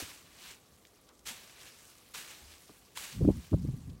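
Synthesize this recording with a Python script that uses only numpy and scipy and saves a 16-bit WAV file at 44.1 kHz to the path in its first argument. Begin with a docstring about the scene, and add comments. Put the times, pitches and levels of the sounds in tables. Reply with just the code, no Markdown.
"""Broom on a snowy shrub

Close up in a quiet, snow-deadened garden, a straw broom swats an evergreen shrub four times.
Each swat is a burst of straw crackle; the sprays rustle, swing back and shed powder, twigs tick
and stems knock. Near the end a gust buffets the microphone. Soft air and a far hum lie behind."""
import sys
import numpy as np
from scipy import signal
from scipy.io import wavfile
from scipy.ndimage import uniform_filter1d

SR = 44100
rng = np.random.default_rng(int(sys.argv[2]) if len(sys.argv) > 2 else 0)


def master_out(mix):
    """Clip the mix to full scale and print it as 16-bit PCM to the path in sys.argv[1]."""
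    frames = np.transpose(np.atleast_2d(mix))
    ceiling = np.clip(frames, -1, 1)
    pcm = np.round(ceiling * 32767).astype(np.int16)
    wavfile.write(sys.argv[1], SR, pcm)


N = 176400
T = np.arange(N) / SR

# start_s, attack_s, hold_s, straw_db, straw_fade_db_per_s, foliage_db, foliage_fade_db_per_s
BROOM_SWATS = [(-.012, 0.0048, 0.0089, -40, 265, -46.5, 72), (1.251, 0.017, 0.03, -43, 274, -51, 35),
               (2.136, 0.0071, 0.054, -45.5, 171, -54, 69), (2.948, 0.026, 0.068, -44, 120, -62, 84)]
# Boughs swinging back: peak_s, level_db, rise_db_per_s, fall_db_per_s
BOUGH_SWINGS = [(.1, -51, 300, 196), (.465, -49.5, 84, 154), (0.509, -48, 430, 300), (1.615, -53, 232, 134),
                (1.675, -52.5, 200, 290), (2.31, -50, 110, 91), (2.52, -57, 123, 165),
                (3.125, -50, 160, 174), (3.45, -58, 47, 193)]
# Fine snow sifting through the needles: time_s, level_db
POWDER_LEVELS = [(0, -51), (.3, -66.5), (.65, -66.5), (1.23, -68), (1.4, -62), (1.55, -66.5), (1.82, -58),
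                 (2.0, -62.5), (2.4, -60.5), (2.75, -60.5), (2.93, -64.5), (3.33, -60.5), (3.65, -63),
                 (3.9, -66.5), (4, -71)]
# Twigs and straws snapping: start_s, level_db, pitch_hz, length_s
TWIG_TICKS = [(.851, -49.5, 2820, 0.0024), (.869, -57.5, 5370, 0.0034), (1.089, -55.5, 5700, 0.003),
              (1.192, -56.5, 6000, 0.003), (1.272, -35.5, 4470, 0.0023), (1.283, -43, 3260, 0.011),
              (1.981, -56.5, 6000, 0.0022), (2.147, -43.5, 3470, 0.0065), (2.159, -41.5, 2800, 0.0032),
              (2.972, -38.5, 3230, 0.0044), (2.972, -43, 7250, 0.0046), (3.776, -60, 7000, 0.0014),
              (3.897, -60, 3440, 0.0072)]
# Broom on stems, and falling clumps: start_s, level_db, pitch_hz, length_s
DULL_KNOCKS = [(0, -49, 500, 0.011), (.022, -42.5, 248, 0.007), (.025, -47.5, 87, 0.017),
               (.085, -59, 1050, 0.033), (.243, -55.5, 166, 0.012), (.72, -59, 59.7, 0.023),
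               (1.085, -62.5, 1160, 0.03), (1.305, -55, 220, 0.02), (1.306, -54, 910, 0.018),
               (2.146, -46.5, 1160, 0.0091), (2.41, -57, 68.3, 0.087), (2.692, -52.5, 236, 0.018),
               (2.693, -51, 714, 0.0037), (2.973, -38.5, 1040, 0.0035)]
# Air flow over the microphone: time_s, level_db
GUST_LEVELS = [(3.08, -83), (3.16, -42), (3.23, -29), (3.3, -25), (3.34, -42.5), (3.385, -36.5),
               (3.42, -56), (3.512, -59), (3.53, -30), (3.59, -36.5), (3.69, -38.5), (3.77, -45.5),
               (3.83, -50), (3.89, -40.5), (3.95, -49.5), (4, -61)]
# Eddies on the microphone port: peak_s, level_db, half_length_s, top_hz, spill_relative_db
MIC_EDDIES = [(3.216, -29, 0.0052, 447, -35), (3.232, -20.5, 0.0055, 180, -32),
              (3.251, -21.5, 0.0047, 366, -13), (3.279, -17, 0.003, 302, -34),
              (3.289, -15, 0.0024, 458, -28.5), (3.303, -23, 0.0041, 397, -42),
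              (3.524, -28, 0.0044, 290, -35), (3.532, -24, 0.0036, 300, -11),
              (3.539, -19, 0.0088, 186, -32), (3.541, -26, 0.0038, 494, -15.5),
              (3.651, -26, 0.0042, 264, -29), (3.691, -25.5, 0.0079, 182, -12),
              (3.742, -30, 0.0036, 253, -36)]
# Spectral shape of each source: frequency_hz, relative_density_db
STRAW_SPECTRUM = [(100, -6.5), (500, -11.5), (900, -6), (1600, -1.5), (2800, 0.5), (4800, -4), (7000, -2),
                  (11000, -8), (16000, -11.5)]
FOLIAGE_SPECTRUM = [(100, -6), (600, -7), (1200, -4), (2800, -0.5), (4800, -4), (7000, -4.5), (11000, -11),
                    (16000, -14.5)]
SNOW_SPECTRUM = [(200, -11), (1000, -3), (2500, -0.5), (4500, -0.5), (7000, -1), (11000, -4), (16000, -8.5)]
WIND_SPECTRUM = [(25, -18), (40, 0), (55, 4), (90, 1.5), (160, 3), (240, -7), (350, -20), (550, -45),
                 (900, -37), (2000, -76)]
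AIR_SPECTRUM = [(25, -18), (55, 3.5), (120, 0), (250, -1), (450, -2), (800, -8.5), (1500, -17),
                (4000, -32.5), (16000, -32)]

GRAINS_PER_S = 5000
EDDY_SPAN, SPILL_SPAN = 2.84, 2.21   # frequency ratios below and above top_hz
AIR_DB, FAR_HUM_HZ, FAR_HUM_DB = -66, 1162, -77.5


def broom():
    """Straws rake across the sprays, close to the microphone."""
    push = sum(from_db(db) * stroke(start, attack, hold, fade)
               for start, attack, hold, db, fade, _, _ in BROOM_SWATS)
    straws = crackle(GRAINS_PER_S, spread_db=2.5, hiss=0.46)
    return push * colour(straws, STRAW_SPECTRUM, flicker_db=0.0)


def foliage():
    """Sprays rub together after each swat and again as the boughs swing back."""
    power = sum((from_db(db) * stroke(start, attack, hold, fade)) ** 2
                for start, attack, hold, _, _, db, fade in BROOM_SWATS)
    for peak, db, rise, fall in BOUGH_SWINGS:
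        power += from_db(db - np.maximum((peak - T) * rise, (T - peak) * fall)) ** 2
    rubbing = crackle(GRAINS_PER_S, spread_db=4.5, hiss=1.0)
    return np.sqrt(power) * colour(rubbing, FOLIAGE_SPECTRUM, flicker_db=1.45)


def powder():
    """Loose snow patters down through the shrub."""
    grains = crackle(per_s=1500, spread_db=3.8, hiss=1.46)
    return curve(POWDER_LEVELS) * colour(grains, SNOW_SPECTRUM, flicker_db=2.0)


def contacts(rows, octaves):
    """Snaps or knocks in the shrub: heavily damped bursts, each around its own pitch."""
    out = np.zeros(N)
    edge_ratio = 2 ** (octaves / 2)
    for start, db, hz, length in rows:
        ring = band(rng.standard_normal(N), hz / edge_ratio, hz * edge_ratio, order=1)
        ring = band(steady(ring, samples=400), hz / 3, hz * 3)
        attack = np.clip(5 * (T - start) / length, 0, 1)
        out += from_db(db) * ring * attack * bell(start, length)
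    return out


def wind():
    """A gust rumbles on the microphone port; eddies thump and flick brightly at their crest."""
    flow = colour(rng.standard_normal((2, N)), WIND_SPECTRUM, flicker_db=2.0)
    out = curve(GUST_LEVELS) * steady(flow, samples=1100)
    for peak, db, half_length, top_hz, spill_db in MIC_EDDIES:
        body = band(rng.standard_normal(N), top_hz / EDDY_SPAN, top_hz, order=4)
        spill = band(rng.standard_normal(N), top_hz, SPILL_SPAN * top_hz, order=3)
        thump = steady(body, samples=300) * bell(peak, half_length)
        flick = steady(spill, samples=120) * bell(peak, half_length_s=0.0018)
        out += from_db(db) * (thump + from_db(spill_db) * flick)
    return band(out, low_hz=39.0, high_hz=1890, order=3)


def garden():
    """Soft outdoor air all round, and a faint hum wavering in the distance."""
    air = colour(rng.standard_normal((2, N)), AIR_SPECTRUM, flicker_db=1.05)
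    hum_gain = from_db(FAR_HUM_DB + 2 * drift(rate_hz=3.4))
    hum = band(rng.standard_normal(N), FAR_HUM_HZ - 20, FAR_HUM_HZ + 20, order=1)
    return from_db(AIR_DB) * air + hum_gain * unit_rms(hum)


def crackle(per_s, spread_db, hiss):
    """Two streams of tiny contacts of uneven size over a blur of finer ones."""
    hits = rng.random(N) < per_s / SR
    sizes = from_db(spread_db * np.minimum(rng.exponential(1, N), 4))
    clicks = hits * sizes * rng.choice([-1, 1], (2, N))
    return unit_rms(clicks) + hiss * rng.standard_normal((2, N))


def colour(pair, spectrum, flicker_db):
    """Deal two streams in turn to half-octave bands, each with its own level and flicker."""
    hz, db = np.transpose(spectrum)
    edges_hz = 24 * 2 ** np.arange(0, 9.6, .5)
    out = 0
    for k, (low, high) in enumerate(zip(edges_hz, edges_hz[1:])):
        level_db = np.interp(np.log(low * high) / 2, np.log(hz), db)
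        gain = from_db(level_db + flicker_db * drift(rate_hz=27))
        out += gain * band(pair[k % 2], low, high, order=3)
    return unit_rms(out)


def stroke(start_s, attack_s, hold_s, fade_db_per_s):
    """Linear attack, hold, then a steady fade."""
    age = T - start_s
    fade_db = fade_db_per_s * np.maximum(age - attack_s - hold_s, 0)
    return np.clip(age / attack_s, 0, 1) * from_db(-fade_db)


def bell(peak_s, half_length_s):
    """Gaussian swell and fall around one moment."""
    return np.exp(-np.minimum(((T - peak_s) / half_length_s) ** 2 / 2, 50))


def curve(rows):
    """Gain through (time_s, level_db) points."""
    return from_db(np.interp(T, *np.transpose(rows)))


def drift(rate_hz):
    """Slow random wander with spread 1."""
    hop, settle = 40, 2000
    pole = np.exp(-2 * np.pi * rate_hz * hop / SR)
    noise = rng.standard_normal(N // hop + settle + 2)
    slow = signal.lfilter([1], [1, -2 * pole, pole * pole], noise)[settle:]
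    return np.interp(np.arange(N) / hop, np.arange(len(slow)), unit_rms(slow))


def steady(x, samples):
    """Even out the level of a noise over a sliding window."""
    power = uniform_filter1d(abs(signal.hilbert(x)) ** 2, samples) / 2
    return x / np.sqrt(power + 1e-12)


def band(x, low_hz, high_hz, order=2):
    """Butterworth band-pass."""
    edges_hz = [max(low_hz, 10), min(high_hz, .47 * SR)]
    return signal.sosfilt(signal.butter(order, edges_hz, "band", fs=SR, output="sos"), x)


def from_db(db):
    """Decibels to gain."""
    return 10 ** (np.asarray(db) / 20)


def unit_rms(x):
    """Scale to unit power."""
    return x / np.sqrt(np.mean(x ** 2) + 1e-20)


def scene():
    """One microphone beside the shrub; the snow swallows all echoes."""
    shrub = broom() + foliage() + powder()
    ticks = contacts(TWIG_TICKS, octaves=0.77)
    knocks = contacts(DULL_KNOCKS, octaves=0.33)
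    return (shrub + ticks + knocks + wind() + garden())[None]


def record(dry):
    """The recorder cuts the top treble steeply."""
    cutoff_hz = 15900
    return signal.sosfilt(signal.ellip(12, .2, 80, cutoff_hz, fs=SR, output="sos"), dry)


dry = scene()
out = record(dry)
master_out(out)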